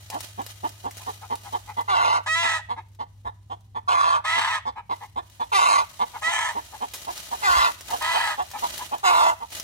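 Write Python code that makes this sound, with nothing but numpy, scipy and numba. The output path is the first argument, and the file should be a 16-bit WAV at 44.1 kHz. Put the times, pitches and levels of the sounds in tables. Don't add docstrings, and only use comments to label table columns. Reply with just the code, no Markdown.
import sys
import numpy as np
from scipy import signal
from scipy.fft import rfft, irfft, next_fast_len
from scipy.io import wavfile
from scipy.ndimage import uniform_filter1d
from numba import njit

SR = 44100
rng = np.random.default_rng(int(sys.argv[2]) if len(sys.argv) > 2 else 0)


def to_wav(s):
    ch = np.atleast_2d(s).T
    pcm = np.round(np.clip(ch, -1, 1) * 32767)
    wavfile.write(sys.argv[1], SR, pcm.astype(np.int16))


N = 424683
T = np.arange(N) / SR


def undb(db):
    return 10 ** (np.asarray(db) / 20)


def unit(x):
    return x / np.sqrt(np.mean(x ** 2) + 1e-18)


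def steady(x):
    return x / np.sqrt(np.abs(uniform_filter1d(x ** 2, size=1500)) + 1e-12)


def follow(rows, t):
    times, *columns = np.transpose(rows)
    return [np.interp(t, times, column) for column in columns]


def over_hz(rows, size):
    hz, *columns = np.transpose(rows)
    bin_hz = np.arange(size // 2 + 1) * SR / size
    return [np.interp(np.log(bin_hz + 1), np.log(hz), column) for column in columns]


def colour(x, spectrum, size=2048):
    cepstrum = irfft(np.log(undb(over_hz(spectrum, size)[0])))
    cepstrum[1:size // 2] *= 2
    cepstrum[size // 2 + 1:] = 0
    return signal.fftconvolve(x, irfft(np.exp(rfft(cepstrum))))[:len(x)]


def add(track, at_s, x):
    start = max(int(at_s * SR), 0)
    x = x[..., :N - start]
    track[..., start:start + x.shape[-1]] += x


def drift(rate_hz, length=N):
    hold = int(SR / rate_hz)
    steps = np.repeat(rng.standard_normal(N // hold + 1), hold)
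    return 0.88 * uniform_filter1d(steps, hold)[:length]


def gate(t, attack_s, release_s):
    return np.clip((t - t[0]) / attack_s, 0, 1) * np.clip((t[-1] - t) / release_s, 0, 1)


@njit
def resonance(x, hz, width_hz):
    out, band_state, low_state = np.empty(len(x)), 0., 0.
    for i in range(len(x)):
        tuning, damping = np.tan(np.pi * hz[i] / SR), width_hz / hz[i]
        band = (band_state + tuning * (x[i] - low_state)) / (1 + tuning * (tuning + damping))
        band_state = 2 * band - band_state
        low_state += 2 * tuning * band
        out[i] = damping * band
    return out


def pan(x, placement, bearing=1):
    size = next_fast_len(len(x) + 512)
    lead, balance_db = over_hz(placement, size)
    left = np.exp(.5j * lead * bearing) * undb(balance_db / 2)
    return irfft(rfft(x, size) * np.array([left, 1 / left]), size)[:, :len(x)]


def yard(x, near_db, near_s, far_db, t60_s):
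    t = np.arange(SR // 2) / SR
    out = []
    for channel in x:
        near, far = rng.standard_normal((2, len(t)))
        near = colour(near, [(600, -10.5), (1400, 1.5), (3000, 0.5)])
        near = unit(near * (t > .002) * np.exp(-t / near_s))
        far = colour(far, [(300, -0.5), (900, -9.5), (2200, 2.5), (9000, -9.0)])
        far = unit(far * np.clip(t / 0.069, 0, 1) * undb(-60 * t / t60_s))
        echo = (undb(near_db) * near + undb(far_db) * far) / np.sqrt(len(t))
        out.append(channel + signal.fftconvolve(channel, echo)[:N])
    return np.array(out)


# (time [s], pitch [Hz], relative level [dB])
MOTOR_HUM = [(0, 102.8, -48), (2.5, 99, -47.5), (4, 101.3, -50), (5.3, 100.3, -55), (6.2, 101, -60.5),
             (9.63, 95.25, -62)]


def motor(trim_db=-1):
    hz, db = follow(MOTOR_HUM, T)
    phase = 2 * np.pi * np.cumsum(hz + .5 * drift(10)) / SR
    return np.sqrt(2) * np.sin(phase) * undb(db + trim_db + .6 * drift(5.7))


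# (frequency [Hz], gain [dB])
AIR_EQ = [(20, -40.5), (45, -6), (75, 9), (125, -4), (200, -13), (400, -26.5), (900, -35), (2000, -41),
          (6000, -43), (15000, -60.5)]


def open_air(level_db=-56, width_db=-13):
    mid, side = (unit(colour(rng.standard_normal(N), AIR_EQ)) * undb(0.16 * drift(5)) for _ in range(2))
    return undb(level_db) * (mid + undb(width_db) * side * np.array([[1], [-1]]))


# (time [s], level [dB])
LEAF_STIR = [(0, -54), (1.6, -55), (2.2, -63), (2.8, -74), (4.85, -76.5), (5.5, -57), (6.1, -51),
             (6.8, -51.5), (7.5, -49.5), (8.9, -50), (9.45, -57.5)]
# (time [s], length [s], level [dB])
HAND_BRUSHES = [(0.097, 0.25, -48), (0.452, 0.11, -47.5), (0.645, 0.099, -46.5), (0.933, 0.27, -50),
                (1.4, 0.225, -52.5), (4.896, 0.21, -59), (6.933, 0.71, -46.5), (7.409, 0.37, -43),
                (7.853, 0.2, -41.5), (7.994, 0.38, -46), (8.557, 0.34, -42), (9.032, 0.32, -42.5),
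                (9.501, 0.16, -40)]


def stirring():
    power = undb(follow(LEAF_STIR, T)[0]) ** 2
    for at_s, length_s, db in HAND_BRUSHES:
        swell = gate(np.arange(0, length_s, 1 / SR), attack_s=0.032, release_s=0.07)
        add(power, at_s, (undb(db) * swell) ** 2)
    return np.sqrt(power)


# (frequency [Hz], gain [dB])
LEAF_EQ = [(100, -7), (250, -4), (700, 2), (1500, -3.5), (3000, -1), (6500, -1.5), (9000, -6.5),
           (12000, -7), (16000, -12.5)]


def leaves(grains_per_s=1200, spread_db=2.5, ticks_per_s=36, tick_db=6.5, left_lag_s=0.0002):
    grains = (rng.random((3, N)) < grains_per_s / SR) * rng.standard_normal((3, N))
    left, right, shared = grains * undb(spread_db * np.minimum(rng.exponential(size=(3, N)), 4))
    shared += (rng.random(N) < ticks_per_s / SR) * rng.standard_normal(N) * undb(tick_db)
    left += 0.61 * np.roll(shared, round(left_lag_s * SR))
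    right += 0.61 * shared
    crackle = np.array([unit(colour(side, LEAF_EQ)) for side in (left, right)])
    flicker = undb(1.2 * drift(30) + 1.5 * drift(150))
    return yard(crackle * stirring() * flicker, near_db=3.0, near_s=0.00419, far_db=-26, t60_s=0.33)


# (time [s], dry peak [dB], decay [s])
SNAP_HITS = [(0.101, -20, .0025), (0.1444, -27, .001), (0.2064, -18, 0.0021), (0.417, -28.5, .002),
             (0.4642, -23, 0.00184), (.692, -28, 0.00117), (0.91, -28.5, 0.0037), (0.97, -26, 0.0012),
             (1.355, -26.5, .002), (1.701, -37, .002), (1.787, -39, .002), (1.8095, -29, .003),
             (2.885, -51.5, 0.0027), (2.949, -46, .0025), (3.265, -60, .002), (3.608, -48, .0025),
             (5.299, -36.5, .0015), (6.0881, -41, .002), (6.936, -23.5, 0.023), (7.178, -19.5, 0.0019),
             (7.809, -25, .0025), (7.9039, -25, 0.016), (7.985, -24, .0012), (8.024, -20, .0012),
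             (8.4262, -30, .001), (8.504, -30, .002), (8.514, -25, 0.00294), (8.779, -21, 0.00305),
             (8.945, -37, 0.00085), (8.983, -27.5, 0.00118), (9.39, -42, 0.0009), (9.404, -41, 0.00081),
             (9.5048, -28.5, .002), (9.5988, -15.5, 0.0011)]
# (frequency [Hz], gain [dB])
SNAP_EQ = [(150, -7.5), (700, 1.5), (1500, -1), (3500, 1), (7000, 0.5), (12000, -2.5), (16000, -5)]


def snaps():
    out, t = np.zeros((2, N)), np.arange(SR // 15) / SR
    for at_s, db, decay_s in SNAP_HITS:
        left, right, shared = rng.standard_normal((3, len(t))) * np.exp(-t / decay_s)
        snap = np.array([colour(shared + .5 * side, SNAP_EQ) for side in (left, right)])
        add(out, at_s, snap / np.abs(snap).max() * undb(db))
    return yard(out, near_db=-2, near_s=0.008, far_db=-24, t60_s=0.33)


def syrinx(hz, rough, halving, jitter, shimmer_db, air):
    phase = np.cumsum(hz) / SR
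    cycle = np.arange(int(phase[-1]))
    onset = np.interp(cycle, phase, np.arange(len(hz)))
    period, wild, weak = (np.interp(cycle, phase, curve + 0 * hz) for curve in (SR / hz, rough, halving))
    timing, force = rng.standard_normal((len(cycle), 2)).T
    odd = cycle % 2
    onset = np.clip(onset + period * jitter * (wild * timing + weak * odd), 0, len(hz) - 2)
    strength = undb(shimmer_db * wild * force) * (1 - np.clip(weak, 0, 1) * odd)
    sample, fraction = onset.astype(int), onset % 1
    claps = np.bincount(sample, strength * (1 - fraction), len(hz))
    claps += np.bincount(sample + 1, strength * fraction, len(hz))
    puffs = unit(np.exp(-(phase % 1) / 0.75) * rng.standard_normal(len(hz)))
    return unit(claps) + air * rough * puffs


def windpipe(x, spacing_hz=480, width_hz=120, drift_hz=105, blunt_hz=5450, wander_s=0.0447):
    position = np.arange(len(x)) / SR / wander_s
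    steps = np.arange(int(position[-1]) + 2)
    out = 0
    for mode in range(2, 30):
        blunt = 1 + (mode * spacing_hz / blunt_hz) ** 2
        detune, swell = (np.interp(position, steps, rng.standard_normal(len(steps))) for _ in range(2))
        hz = np.clip((mode + .5) * spacing_hz + drift_hz * np.sqrt(blunt) * detune, 100, .45 * SR)
        strength = rng.choice([-1, 1]) * undb(3.0 * swell) / np.sqrt(blunt)
        out = out + strength * resonance(x, hz, width_hz * blunt)
    return out


# (frequency [Hz], gain [dB])
CLUCK_BODY_EQ = [(100, -22.5), (200, -19), (470, -4.5), (590, -10), (750, -3), (1020, -1.5), (1360, -11),
                 (2200, -21)]


def cluck(throat_hz, rasp_eq, rasp_db, width_hz, chest_db):
    usual_s, usual_start_hz, usual_top_hz, usual_throat_hz = .06, 170.4, 328.7, 949.4
    t = np.arange(int(1.45 * usual_s * SR)) / SR
    stretch, lift = 1 + np.array([.05, .14]) * rng.standard_normal(2)
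    progress = np.clip(t / (usual_s * stretch), 0, 1)
    hz = lift * (usual_start_hz + (usual_top_hz - usual_start_hz) * np.sin(np.pi * progress * .7))
    effort_db, = follow([(0, -12.5), (.18, -9.5), (.38, -4), (.58, -8), (.8, -15.5), (1, -31.5)],
                        progress)
    source = syrinx(hz, rough=.7, halving=0, jitter=.11, shimmer_db=1.5, air=.15) * undb(effort_db)
    formant_hz = throat_hz * (0.84 + 0.119 * np.sin(np.pi * progress))
    body = resonance(colour(source, CLUCK_BODY_EQ), formant_hz, width_hz)
    chest_eq = [(90, -11), (210, 9), (330, -1), (480, 1), (640, -17), (1500, -19.5)]
    chest = resonance(colour(source, chest_eq), formant_hz / 2, width_hz=103.)
    rasp = colour(windpipe(source), [(f * throat_hz / usual_throat_hz, db) for f, db in rasp_eq])
    voice = unit(body) + undb(rasp_db) * unit(rasp) + undb(chest_db) * unit(chest)
    return unit(voice) * gate(t, 0.0034, 0.0098)


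# (time [s], level [dB], throat resonance [Hz])
FAR_CLUCK_CUES = [(0.104, -42, 890), (.99, -53, 860), (1.213, -45, 840), (1.443, -44.5, 860),
                  (1.672, -41, 900), (2.761, -40, 934), (4.756, -39, 970), (5.005, -42, 932),
                  (6.133, -38.5, 920), (6.72, -44, 860), (7.885, -40, 875), (8.529, -36.5, 900),
                  (8.789, -38.5, 1010)]
# (frequency [Hz], gain [dB])
FAR_RASP_EQ = [(900, 0), (1400, -10), (2150, -9.5), (2600, -15.5), (3300, -16), (4500, -31.5),
               (9000, -38.5)]


def far_clucks():
    out = np.zeros(N)
    for at_s, db, throat_hz in FAR_CLUCK_CUES:
        add(out, at_s, undb(db) * cluck(throat_hz, FAR_RASP_EQ, rasp_db=-9, width_hz=97., chest_db=-20))
    return out


# (time [s], level [dB], throat resonance [Hz])
HEN_CLUCK_CUES = [(0.133, -32, 774), (0.377, -31.5, 855), (0.631, -29, 856), (0.839, -31, 878),
                  (1.063, -32, 937), (1.299, -28.5, 940), (1.524, -28, 930), (1.767, -27, 983),
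                  (2.43, -30, 1006), (2.688, -29.5, 997), (2.989, -33, 940), (3.248, -32.5, 954),
                  (3.497, -34, 904), (3.746, -32, 980), (4.357, -29.5, 1010), (4.653, -29, 986),
                  (4.893, -27.5, 985), (5.158, -29.5, 940), (5.396, -28.5, 962), (5.994, -23, 982),
                  (6.259, -35, 803), (6.549, -30, 920), (6.806, -29.5, 900), (7.067, -32, 860),
                  (7.309, -30.5, 904), (7.914, -27.5, 836), (8.139, -25.5, 830), (8.376, -26, 870),
                  (8.62, -26, 926), (8.913, -28, 850), (9.402, -36.5, 961)]
# (frequency [Hz], gain [dB])
HEN_RASP_EQ = [(1000, -24), (1550, -5), (1900, 8.5), (2400, -15), (2850, -5), (3450, 3), (4200, -6.5),
               (5500, -20.5), (8000, -19), (12000, -32)]
# (time [s], level against the body [dB])
CHEST_TONE = [(0, -12), (1.1, -12), (1.8, -18.5), (4, -16.5), (6, -18.5), (6.6, -14), (8, -23),
              (9.63, -16.5)]


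def hen_clucks(usual_rasp_db=-19, usual_chest_db=-18.5, dulling=0.2):
    for at_s, db, throat_hz in HEN_CLUCK_CUES:
        chest_db, = follow(CHEST_TONE, at_s)
        rasp_db = usual_rasp_db - dulling * (chest_db - usual_chest_db)
        yield at_s, undb(db) * cluck(throat_hz, HEN_RASP_EQ, rasp_db, width_hz=176., chest_db=chest_db)


# (time [s], hold [s], level [dB], throat resonance [Hz], brightness [dB],
# rasp tilt [dB/octave], flare [dB], opening pitch [Hz], flare roughness [0-1], rasp roughness [0-1],
# attack [s])
SQUAWK_CUES = [(1.878, 0.29, -20, 985, -10.5, -2, 1, 424, 0.21, 0.86, 0.025),
               (3.876, 0.285, -18.5, 1060, -14, -1.5, 4, 372.8, 0.79, 0.71, 0.015),
               (5.517, 0.28, -17.5, 1030, -10, 0, 4, 429.6, 0.24, .85, 0.0244),
               (7.420, 0.25, -18.5, 1024, -7.5, -1, 6.5, 455.8, 0.25, 0.79, 0.084),
               (9.031, 0.2639, -16.5, 977, -14, 0, 7.5, 394, 0.29, 0.57, 0.033)]
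# (frequency [Hz], gain [dB])
SQUAWK_BODY_EQ = [(120, -53.5), (200, 8.5), (320, -6.5), (490, 1.5), (600, 0), (720, 2), (1000, -3),
                  (1310, -0.5), (1470, 1), (1750, -23.5), (3000, -32)]
# (frequency [Hz], gain [dB])
SQUAWK_RASP_EQ = [(900, -35.5), (1450, 9.5), (1720, -1.5), (1950, 6.5), (2300, -2.5), (2650, 3.5),
                  (3050, -1.5), (3400, -1), (3800, -0.5), (4300, -1.5), (5000, -8), (6500, -8.5),
                  (8500, -9.5), (10500, -16.5), (16000, -30)]


def squawk(hold_s, db, throat_hz, bright_db, tilt_db, flare_db, opening_hz, flare_rough, rasp_rough,
           attack_s):
    rasp_hz, drop_s, throat_opens_s = 331.1, .06, 0.08
    flare_at_s, flare_s, tail_s, fade_db = 0.045, .028, 0.053, 17
    t = np.arange(0, hold_s + tail_s, 1 / SR)
    tail = np.clip((t - hold_s) / tail_s, 0, 1)
    flare = np.exp(-((t - flare_at_s) / flare_s) ** 2)
    sag = 1 - 0.112 * tail
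    rough = rasp_rough + (flare_rough - rasp_rough) * flare
    hz = (rasp_hz + (opening_hz - rasp_hz) * np.exp(-(t / drop_s) ** 2)) * sag
    hz *= 1 + .06 * rough * drift(60, len(t))
    source = syrinx(hz, rough, halving=.35 * rough, jitter=.076, shimmer_db=2.5, air=.8)
    formant_hz = throat_hz * (1 - 0.05 * np.exp(-(t / throat_opens_s) ** 2)) * sag
    formant_hz *= 1 + 0.04 * drift(23.4, len(t))
    throat = resonance(colour(source, SQUAWK_BODY_EQ), formant_hz, width_hz=140.)
    beak = resonance(throat, formant_hz, width_hz=1300.)
    pipe, spent = windpipe(source), t / t[-1]
    tilted_eq = [(f, gain + tilt_db * np.log2(f / throat_hz)) for f, gain in SQUAWK_RASP_EQ]
    early = colour(pipe, [(f * 1.015, gain) for f, gain in tilted_eq])
    late = colour(pipe, tilted_eq)
    rasp = steady((1 - spent) * early + spent * late) * gate(t, 0.01015, 0.0524)
    voice = steady(beak) + undb(bright_db + flare_db * flare) * rasp
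    return voice * undb(db - fade_db * tail) * np.sqrt(gate(t, attack_s, 0.02))


# (frequency [Hz], left phase lead [rad], left minus right [dB])
HEN_PLACEMENT = [(100, -0.37, -18), (400, -1.5, -0.5), (576.6, -2.5, -1.5), (861, -2.5, -3.5),
                 (1220, -2.5, -2.5), (1430, -3, 2), (2500, -6, -3.5), (3200, -5, -0.5), (5820, -4.5, 2),
                 (8000, -9, -5), (15100, -18, 5)]
# (time [s], share of the phase lead [0-1])
HEN_BEARING = [(0, 0.94), (5.8, 1), (7.6, 0.95), (9.2, 0.86)]


def hen():
    out = np.zeros((2, N))
    calls = list(hen_clucks()) + [(at_s, squawk(*shape)) for at_s, *shape in SQUAWK_CUES]
    for at_s, call in calls:
        bearing, = follow(HEN_BEARING, at_s)
        add(out, at_s, pan(call, HEN_PLACEMENT, bearing))
    return yard(out, near_db=-7, near_s=.005, far_db=-25, t60_s=.4)


# (time [s], hold [s], level [dB], top pitch [Hz], splits after [s],
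# breaks after [s], clean roughness [0 = pure], broken roughness [0 = pure], clean ring [Hz],
# broken ring [Hz], ring gain [dB], strain gain [dB], attack [s])
ANSWER_CUES = [(2.260, 0.31, -25, 677.7, 0.094, 0.166, 0.07, 0.66, 1925, 1908, 1.5, 4.5, 0.0058),
               (4.238, 0.33, -25, 680, 0.089, 0.14, 0.47, 1.25, 2020, 1840, 4, 2.5, 0.016),
               (6.214, .29, -27, 673, 0.062, .105, 0.33, 1.3, 1947, 1757, 7.5, -2, 0.019),
               (8.006, 0.32, -25.5, 662, 0.048, .13, 0.59, 1.24, 2002, 1964, 1, -9, 0.013)]
# (frequency [Hz], gain [dB])
ANSWER_THROAT_EQ = [(200, -34), (480, -21), (640, -5.5), (1000, 8), (1300, -5.5), (1480, -8.5), (1720, -3),
                    (1980, -6.5), (2350, -14), (3350, -7), (4100, -14), (5400, -17.5), (7800, -15.5),
                    (11000, -28), (16000, -41.5)]


def answer(hold_s, db, top_hz, split_s, break_s, clean_rough, broken_rough, clean_ring_hz,
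           broken_ring_hz, ring_db, strain_db, attack_s):
    start_hz, end_hz, strain_low_hz, strain_top_hz = 612.3, 633.6, 1885, 2860
    catch_s, switch_s, tail_s = 0.019, 0.0079, 0.05
    swell_db, fade_db, growl_db = 2.5, 22, -15
    t = np.arange(0, hold_s + tail_s, 1 / SR)
    rise = np.clip(t / break_s, 0, 1)
    climb = np.sqrt(rise)
    sink = np.clip((t - break_s) / (hold_s - break_s), 0, 1)
    tail = np.clip((t - hold_s) / tail_s, 0, 1)
    split, broke = (np.clip((t - at_s) / switch_s + .5, 0, 1) for at_s in (split_s, break_s))
    sag = 1 - 0.12 * tail
    rough = (1 - broke) * clean_rough + broke * (broken_rough + (0.5 - broken_rough) * sink ** 2)
    rough = np.maximum(rough, 1.5 * (np.exp(-(t / catch_s) ** 2) + np.sqrt(tail)))
    hz = (start_hz + (top_hz - start_hz) * climb + (end_hz - top_hz) * sink) * sag
    hz *= 1 - .018 * (1 - split)
    hz *= 1 + .019 * rough * drift(44.96, len(t))
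    halving = 0.56 * split * (1 - broke) + 0.22 * broke
    rasp = syrinx(hz, rough, halving, jitter=.09, shimmer_db=3.5, air=.5)
    tone = syrinx(hz, rough=0, halving=0, jitter=0, shimmer_db=0, air=0) * gate(t, 0.0227, 0.053)
    source = rasp + .45 * (1 - clean_rough) * (1 - sink / 2) * tone + .65 * rough * unit(windpipe(rasp))
    muffled = colour(source, [(1100, -7.0), (3500, -15)])
    voice = colour(muffled + (source - muffled) * gate(t, 0.064, 0.16), ANSWER_THROAT_EQ)
    strain_hz = strain_low_hz + (strain_top_hz - strain_low_hz) * rise * (1 - np.sqrt(sink))
    strain = resonance(voice, strain_hz, width_hz=1000.) * gate(t, 0.038, 0.13)
    voice = steady(voice + undb(strain_db) * strain)
    ring_hz = clean_ring_hz + (broken_ring_hz - clean_ring_hz) * broke
    ring_hz *= 1 + .028 * broke * drift(20.7, len(t))
    ring = resonance(voice, ring_hz * sag, width_hz=54.) * gate(t, .05, .07)
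    growl_hz = 947 * sag * (1 + 0.026 * drift(25, len(t)))
    growl = resonance(source, growl_hz, width_hz=110.)
    growl = steady(resonance(growl, growl_hz, width_hz=110.))
    call = voice + undb(ring_db) * ring + undb(growl_db) * rough * growl
    effort_db = swell_db * (climb - sink ** 2 - 1) - fade_db * tail
    return call * undb(db + effort_db) * gate(t, attack_s, 0.01345)


# (frequency [Hz], left phase lead [rad], left minus right [dB])
FAR_PLACEMENT = [(292, 0, -11), (625, 2.5, 8.5), (865, 0.96, 2.5), (1250, 0, 0), (1643, 1.43, -2),
                 (2300, 0.2, -5.5), (2910, 3.5, 2.5), (4897, 1, 1), (8000, 1.8, -1)]


def far_fowl():
    out = far_clucks()
    for at_s, *shape in ANSWER_CUES:
        add(out, at_s, answer(*shape))
    return yard(pan(out, FAR_PLACEMENT), near_db=-3, near_s=.006, far_db=-21, t60_s=.36)


# (time [s], peak [dB])
BUMP_HITS = [(3.247, -39), (7.489, -38), (7.563, -32.5), (8.702, -46), (8.819, -43.5)]


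def bumps(decay_s=0.0067):
    out, t = np.zeros(N), np.arange(SR // 6) / SR
    for at_s, db in BUMP_HITS:
        knock = rng.standard_normal(len(t)) * np.exp(-t / decay_s)
        thud = colour(knock, [(25, -15), (60, 23.5), (150, -11), (400, -6.0), (2000, -53)])
        add(out, at_s, thud / np.abs(thud).max() * undb(db))
    return out


def scene():
    return hen() + far_fowl() + leaves() + snaps() + bumps() + motor() + open_air()


def record(dry, cutoff_hz=15900):
    return signal.sosfilt(signal.ellip(10, .2, 80, cutoff_hz, fs=SR, output="sos"), dry)


dry = scene()
out = record(dry)
to_wav(out)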